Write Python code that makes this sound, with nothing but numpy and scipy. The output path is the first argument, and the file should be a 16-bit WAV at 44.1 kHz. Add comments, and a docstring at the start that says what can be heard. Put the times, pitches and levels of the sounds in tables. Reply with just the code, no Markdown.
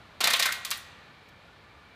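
"""Over a faint outdoor hum, two small combat robots meet on a driveway some metres away. From 0.2 s a
spinning weapon strikes about every 32 ms: each blow chatters briefly in the shells and sets a steel part
ringing, and the yard and trees scatter the sound back. After 0.5 s the weapon only grazes, on about every
other beat, and by 0.8 s it has stopped striking. The ringing dies away and the robots part with one faint
scuff, leaving the hum, a slight rasp and a whine that comes and goes."""
import sys
import numpy as np
from scipy import signal
from scipy.fft import rfft, irfft
from scipy.io import wavfile
from scipy.ndimage import uniform_filter1d

SR = 44100
rng = np.random.default_rng(int(sys.argv[2]) if len(sys.argv) > 2 else 0)


def to_wav(sig):
    """Store sig (one row per channel, or 1-D mono) as 16-bit WAV at the path in sys.argv[1].

    Samples outside -1..1 are clipped; the rate is SR.
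    """
    pcm = np.clip(np.atleast_2d(sig), -1, 1) * 32767
    pcm = np.round(pcm).astype(np.int16)
    wavfile.write(sys.argv[1], SR, pcm.T)  # frames by channels


N = 85995
T = np.arange(N) / SR
FREQS = np.maximum(np.arange(N + 1) * SR / (2 * N), 1)  # bins of a spectrum of 2 N samples

# blows of the weapon: start_s, contact_s, thud_db, clank_db, crack_db, sizzle_db, ring_db
BLOWS = [ (.2050, 0.0035, -32, -34.5, -25.5, -26.5, -10.5), (0.2085, 0.0082, -35.5, -26, -20.5, -29, -19),
         (0.2373, 0.0021, -32.5, -22.5, -23, -33, -3), (0.2406, 0.003, -32, -26.5, -13, -18, -0.5),
         (0.252, 0.0062, -37, -27, -32, -29, -14.5), (0.2717, 0.0051, -30.5, -21, -17, -19.5, 2.5),
         (0.3023, 0.0087, -39.5, -28, -23.5, -23.5, 0.5), (0.3341, .003, -42, -27.5, -16.5, -19.5, -18),
         (0.3377, 0.0032, -37, -22, -12.5, -46, -17.5), (0.361, 0.01, -56, -41, -35.5, -31.5, -16.5),
         (0.3928, 0.0057, -45.5, -39.5, -21, -25, -8), (0.397, 0.0046, -37, -29, -18, -22.5, 2.5),
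         (0.425, .001, -42.5, -31.5, -13.5, -23, -1.5), (.4290, 0.00314, -57.5, -22, -21.5, -24.5, -13.5),
         (.4560, 0.00089, -35.5, -19, -26, -24, 3), (0.4592, 0.0037, -43.5, -23, -21, -21.5, 2),
         (0.488, 0.00091, -45.5, -18.5, -49, -33, -11), (0.522, 0.0041, -54, -31.5, -26.5, -25, -29),
         (0.649, 0.0045, -58.5, -37, -27.5, -27, -22), (0.7058, 0.00021, -44, -51, -32, -22, -11.5),
         (0.7122, 0.0031, -60, -34.5, -21, -22, -13), (0.7159, 0.0021, -49.5, -28, -26, -56, -16.5),
         (0.773, 0.006, -52, -65, -84, -35.5, -37)]


def undb(db):
    """Amplitude ratio of a level in decibels."""
    return 10 ** (np.asarray(db) / 20)


def unit(x):
    """Normalisation to rms 1."""
    return x / np.sqrt(np.mean(x ** 2))


def colour(x, points, size=2048):
    """Minimum-phase filtering through (frequency_hz, gain_db) points, by folding the cepstrum."""
    hz, db = np.array(points, float).T
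    bins_hz = np.maximum(np.arange(size // 2 + 1) * SR / size, 1)
    gain = undb(np.interp(np.log(bins_hz), np.log(hz), db))
    cepstrum = irfft(np.log(gain))
    cepstrum[1:size // 2] *= 2
    cepstrum[size // 2 + 1:] = 0
    return signal.fftconvolve(x, irfft(np.exp(rfft(cepstrum))))[:len(x)]


def add(out, start_s, x):
    """Superposition of x on out from a given time."""
    i = int(start_s * SR)
    out[i:i + len(x)] += x[:N - i]


def walk(knots_per_s):
    """Slow random modulation: straight lines between Gaussian values of spread 1."""
    knots = rng.standard_normal(256)
    return np.interp(T * knots_per_s, np.arange(len(knots)), knots)


def wavering(hz, width_hz):
    """Narrow-band noise of rms 1: its components beat, so it is heard as an unsteady tone."""
    passband = np.exp(-((FREQS - hz) / width_hz) ** 2)
    return unit(irfft(rfft(rng.standard_normal(2 * N)) * passband)[:N])


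def scatter(t60_s, rise_s, size=N):
    """Diffuse reverberation: dense reflections build up and decay exponentially, with unit energy."""
    t = T[:size]
    cloud = rng.standard_normal(size) * undb(-60 * t / t60_s) * (1 - np.exp(-(t / rise_s) ** 2))
    return cloud / np.sqrt(np.sum(cloud ** 2))


def outdoor_air():
    """Broadband ambient noise that slowly fades, each octave flickering a little on its own."""
    # ambient spectrum: frequency_hz, level_db
    air_spectrum = [(25, -23), (45, -11), (75, -2), (170, -5.5), (300, -11.5), (520, -10), (950, -9.5),
                    (1300, -12), (2000, -13.5), (2400, -16.5), (4000, -17.5), (5600, -30.5), (8000, -37),
                    (15000, -44.5)]
    start_db, fall_db_per_s, flicker_db = -53, 1.24, 0.5
    spectrum = rfft(unit(colour(rng.standard_normal(2 * N), air_spectrum, size=8192)))
    out = np.zeros(N)
    for octave in range(4, 15):
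        passband = np.maximum(1 - abs(np.log2(FREQS) - octave), 0)
        out += irfft(spectrum * passband)[N:] * undb(flicker_db * walk(17))
    return out * undb(start_db - fall_db_per_s * T)


def hum():
    """A narrow band of low noise, heard as a faint, unsteady hum."""
    return undb(-71.5 + 2 * walk(10)) * wavering(hz=79.8, width_hz=32)


def whine():
    """Slow amplitude modulation makes three faint, narrow bands come and go."""
    # tones of the whine: pitch_hz, level_db
    tones = [(1190, -70), (1440, -71), (1750, -69)]
    return sum(wavering(hz, width_hz=65) * undb(db + 3.5 * walk(12.12)) for hz, db in tones)


def whirs():
    """Under a brief Gaussian envelope, one tone at a time stands clear of the whine."""
    # swells: peak_s, pitch_hz, level_db
    swells = [(.99, 1182, -59), (1.775, 1185, -59), (1.84, 1425, -58), (1.89, 1750, -63.5),
              (1.925, 2345, -60)]
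    half_width_s = 0.033
    out = np.zeros(N)
    for peak_s, hz, db in swells:
        envelope = np.exp(-((T - peak_s) / half_width_s) ** 2)
        out += undb(db) * envelope * np.sin(2 * np.pi * hz * T + .5 * walk(50))
    return out


def grit():
    """Randomly modulated band noise: a faint, uneven rasp, as of wheels on the paving."""
    return wavering(hz=2320, width_hz=160) * undb(-66.5 + 4 * walk(27.94))


def trees(x):
    """Scattering from the trees returns a long, faint tail whose treble decays first."""
    # response of the trees: frequency_hz, gain_db
    tree_response = [(150, -7.5), (500, -10), (1300, -8.5), (3500, -14.5), (7000, -15.5), (14000, -33.5)]
    tail = colour(scatter(t60_s=1.41, rise_s=0.03), [(2500, -0.5), (4500, -3), (8000, -31.5)])
    treble = colour(scatter(t60_s=0.65, rise_s=0.03), [(2000, -25.5), (6000, 2.0)])
    return undb(-1.5) * signal.fftconvolve(x, colour(tail + treble, tree_response))[:N]


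def echo(x):
    """One reflection from across the drive arrives delayed, smeared and dulled."""
    # response of the echo path: frequency_hz, gain_db
    path_response = [(300, -4.5), (1500, -3), (3600, -2), (7000, -10.5), (14000, -17.5)]
    smeared = signal.fftconvolve(x, scatter(t60_s=0.096, rise_s=0.0023, size=4096))[:N]
    out = np.zeros(N)
    add(out, start_s=.047, x=undb(-18) * colour(smeared, path_response))
    return out


def chatter(contact_s, size=4096):
    """Intermittent contact: a tick, then micro-impacts that build, hold and die, with a flat spectrum."""
    attack_s, release_s, impacts_per_s, spread_db = .12 * contact_s, 0.0035, 7000, 4.5
    t = T[:size]
    envelope = np.exp(-np.maximum(t - contact_s, 0) / release_s) * (1 - np.exp(-t / attack_s))
    strengths = rng.choice([-1, 1], size) * undb(spread_db * rng.standard_normal(size))
    touches = rng.random(size) < impacts_per_s / SR
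    clicks = envelope * unit(strengths * touches)
    clicks[:16] += rng.choice([-1, 1], size=16)  # the first tick
    spectrum = rfft(clicks)
    spectrum /= np.sqrt(uniform_filter1d(abs(spectrum) ** 2, size=128))  # whitening
    return irfft(spectrum) * np.sqrt(np.sum(envelope ** 2)) * (t < t[-1] / 2)


def scuff():
    """Sliding friction on the paving makes a thin, quiet scrape as the robots part."""
    # scrape: start_s, contact_s, level_db
    scrapes = [(1.284, 0.011, -62)]
    out = np.zeros(N)
    for start_s, contact_s, db in scrapes:
        add(out, start_s, undb(db) * chatter(contact_s))
    return colour(out, [(1000, -16.0), (4000, 11.0), (9000, -4.5), (15000, -1)])


def knocks():
    """Heavy blows excite the low, strongly damped modes of the hollow shell."""
    # modes of the hollow shell: pitch_hz, level_db, t60_s
    modes = [(537, -3.5, 0.063), (613, -4.5, 0.066), (685, -1, 0.065)]
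    # heavy blows: start_s, gain_db
    strikes = [(.2725, -24.5), (.3348, -26.5), (.3978, -27.5), (.4562, -32)]
    out, t, rise_s = np.zeros(N), T[:8192], .002
    knock = sum(undb(db - 60 * t / t60_s) * np.sin(2 * np.pi * hz * t) for hz, db, t60_s in modes)
    knock *= 1 - np.exp(-t / rise_s)
    for start_s, db in strikes:
        add(out, start_s, undb(db) * knock)
    return out


def clacks():
    """Damped free vibration: a panel struck squarely rings briefly at its own pitch."""
    # square hits on single panels: start_s, pitch_hz, level_db
    strikes = [(.241, 4100, -19.5), (.274, 2350, -27), (.303, 4085, -28), (.425, 5120, -28.5),
               (.652, 1187, -37), (.715, 1180, -35), (.716, 2765, -34)]
    t60_s, rise_s = 0.099, .002
    out, t = np.zeros(N), T[:8192]
    envelope = undb(-60 * t / t60_s) * (1 - np.exp(-t / rise_s))
    for start_s, hz, db in strikes:
        phase = 2 * np.pi * hz * t + .5 * walk(90)[:len(t)]
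        add(out, start_s, undb(db) * envelope * np.sin(phase))
    return out


def steel():
    """Each blow adds energy to the steel modes, which decay exponentially and waver as the part moves."""
    # modes of the steel part, one list each: pitch_hz, level_db, t60_s
    pitch_hz = [1536.7, 1787.6, 1852.4, 1915.6, 1977, 2074, 2131.3, 2345, 2497, 3312, 3537, 3698.7, 4063]
    level_db = [-34.5, -34.5, -34, -38, -36.5, -34.5, -37.5, -30.5, -32.5, -39.5, -43.5, -44, -45]
    t60_s = [0.36, 0.303, 0.37, 0.84, 0.32, 0.27, 0.47, 0.085, 0.083, 0.33, 0.53, 0.44, 0.246]
    waver_db = 1.5
    kicks, out = np.zeros(N), np.zeros(N)
    for start_s, *_, ring_db in BLOWS:
        kicks[int(start_s * SR)] += undb(ring_db) ** 2
    for hz, db, t60 in zip(pitch_hz, level_db, t60_s):
        kept_per_sample = np.exp(-2 * np.log(1000) / (t60 * SR))
        energy = signal.lfilter([1], [1, -kept_per_sample], kicks)
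        phase = 2 * np.pi * (hz * T + rng.random()) + .3 * walk(30)
        out += np.sqrt(energy) * undb(db + waver_db * walk(35)) * np.sin(phase)
    return undb(-3.5) * out


def shell_resonance(x):
    """Forced vibration: the panels resonate briefly and the shells impose their broad colour."""
    # panel resonances: pitch_hz, gain_db, t60_s
    panels = [(1081, -3, 0.043), (2454, 0.5, 0.11), (4540, -8, 0.0784)]
    # response of the shells: frequency_hz, gain_db
    shell_response = [(60, -33.5), (170, -6.5), (330, -7), (620, 2), (790, 0), (1100, 3), (1600, -0.5),
                      (2400, 0.5), (2850, -0.5), (4200, 2), (5400, -1), (9000, -0.5), (14800, -4)]
    t, ring = T[:8192], 0
    for hz, db, t60_s in panels:
        amplitude = undb(db) * 2 * np.log(1000) / (t60_s * SR)  # resonant gain independent of damping
        ring += amplitude * undb(-60 * t / t60_s) * np.cos(2 * np.pi * hz * t)
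    return undb(-4) * colour(x + signal.fftconvolve(x, ring)[:N], shell_response)


def shell_impacts():
    """Impacts drive the shells, each with its own spectrum and, as the robots move, its own reflections."""
    # bands of thud, clank, crack and sizzle: centre_hz
    centres_hz = [420, 1500, 3700, 9500]
    # response of the yard: frequency_hz, gain_db
    yard_response = [(150, 3.5), (500, -4.5), (1300, -1.5), (3500, 0), (6000, -6.5), (14000, -8.5)]
    widths_hz = np.array([600, 1600, 3600, 9000])
    direct, yard = np.zeros(N), np.zeros(N)
    for start_s, contact_s, *bands_db, _ in BLOWS:
        density_db = np.array(bands_db) - 10 * np.log10(2 * widths_hz / SR)
        balance = list(zip(centres_hz, density_db))
        contact = chatter(contact_s)
        reflections = scatter(t60_s=0.25, rise_s=0.0027 + contact_s / 2, size=16384)
        reflections *= np.sqrt(np.sum(contact ** 2))
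        add(direct, start_s, colour(contact, balance))
        add(yard, start_s + contact_s / 2, colour(reflections, balance))
    return shell_resonance(direct + colour(yard, yard_response) + echo(direct))


def scene():
    """Superposition of the clash, its reverberation and the background, in one channel."""
    hits = shell_impacts() + scuff() + knocks() + clacks()
    ring = steel()
    tail = trees(hits + undb(-6) * ring)
    background = outdoor_air() + whine() + hum() + grit() + whirs()
    return (hits + ring + tail + background)[None]


def record(dry):
    """Soft saturation rounds the highest peaks, and a steep low-pass filter cuts the top."""
    ceiling, cutoff_hz = undb(-3), 15050
    rounded = ceiling * np.tanh(dry / ceiling)
    return signal.sosfilt(signal.ellip(8, .2, 70, cutoff_hz, fs=SR, output="sos"), rounded)


dry = scene()
out = record(dry)
to_wav(out)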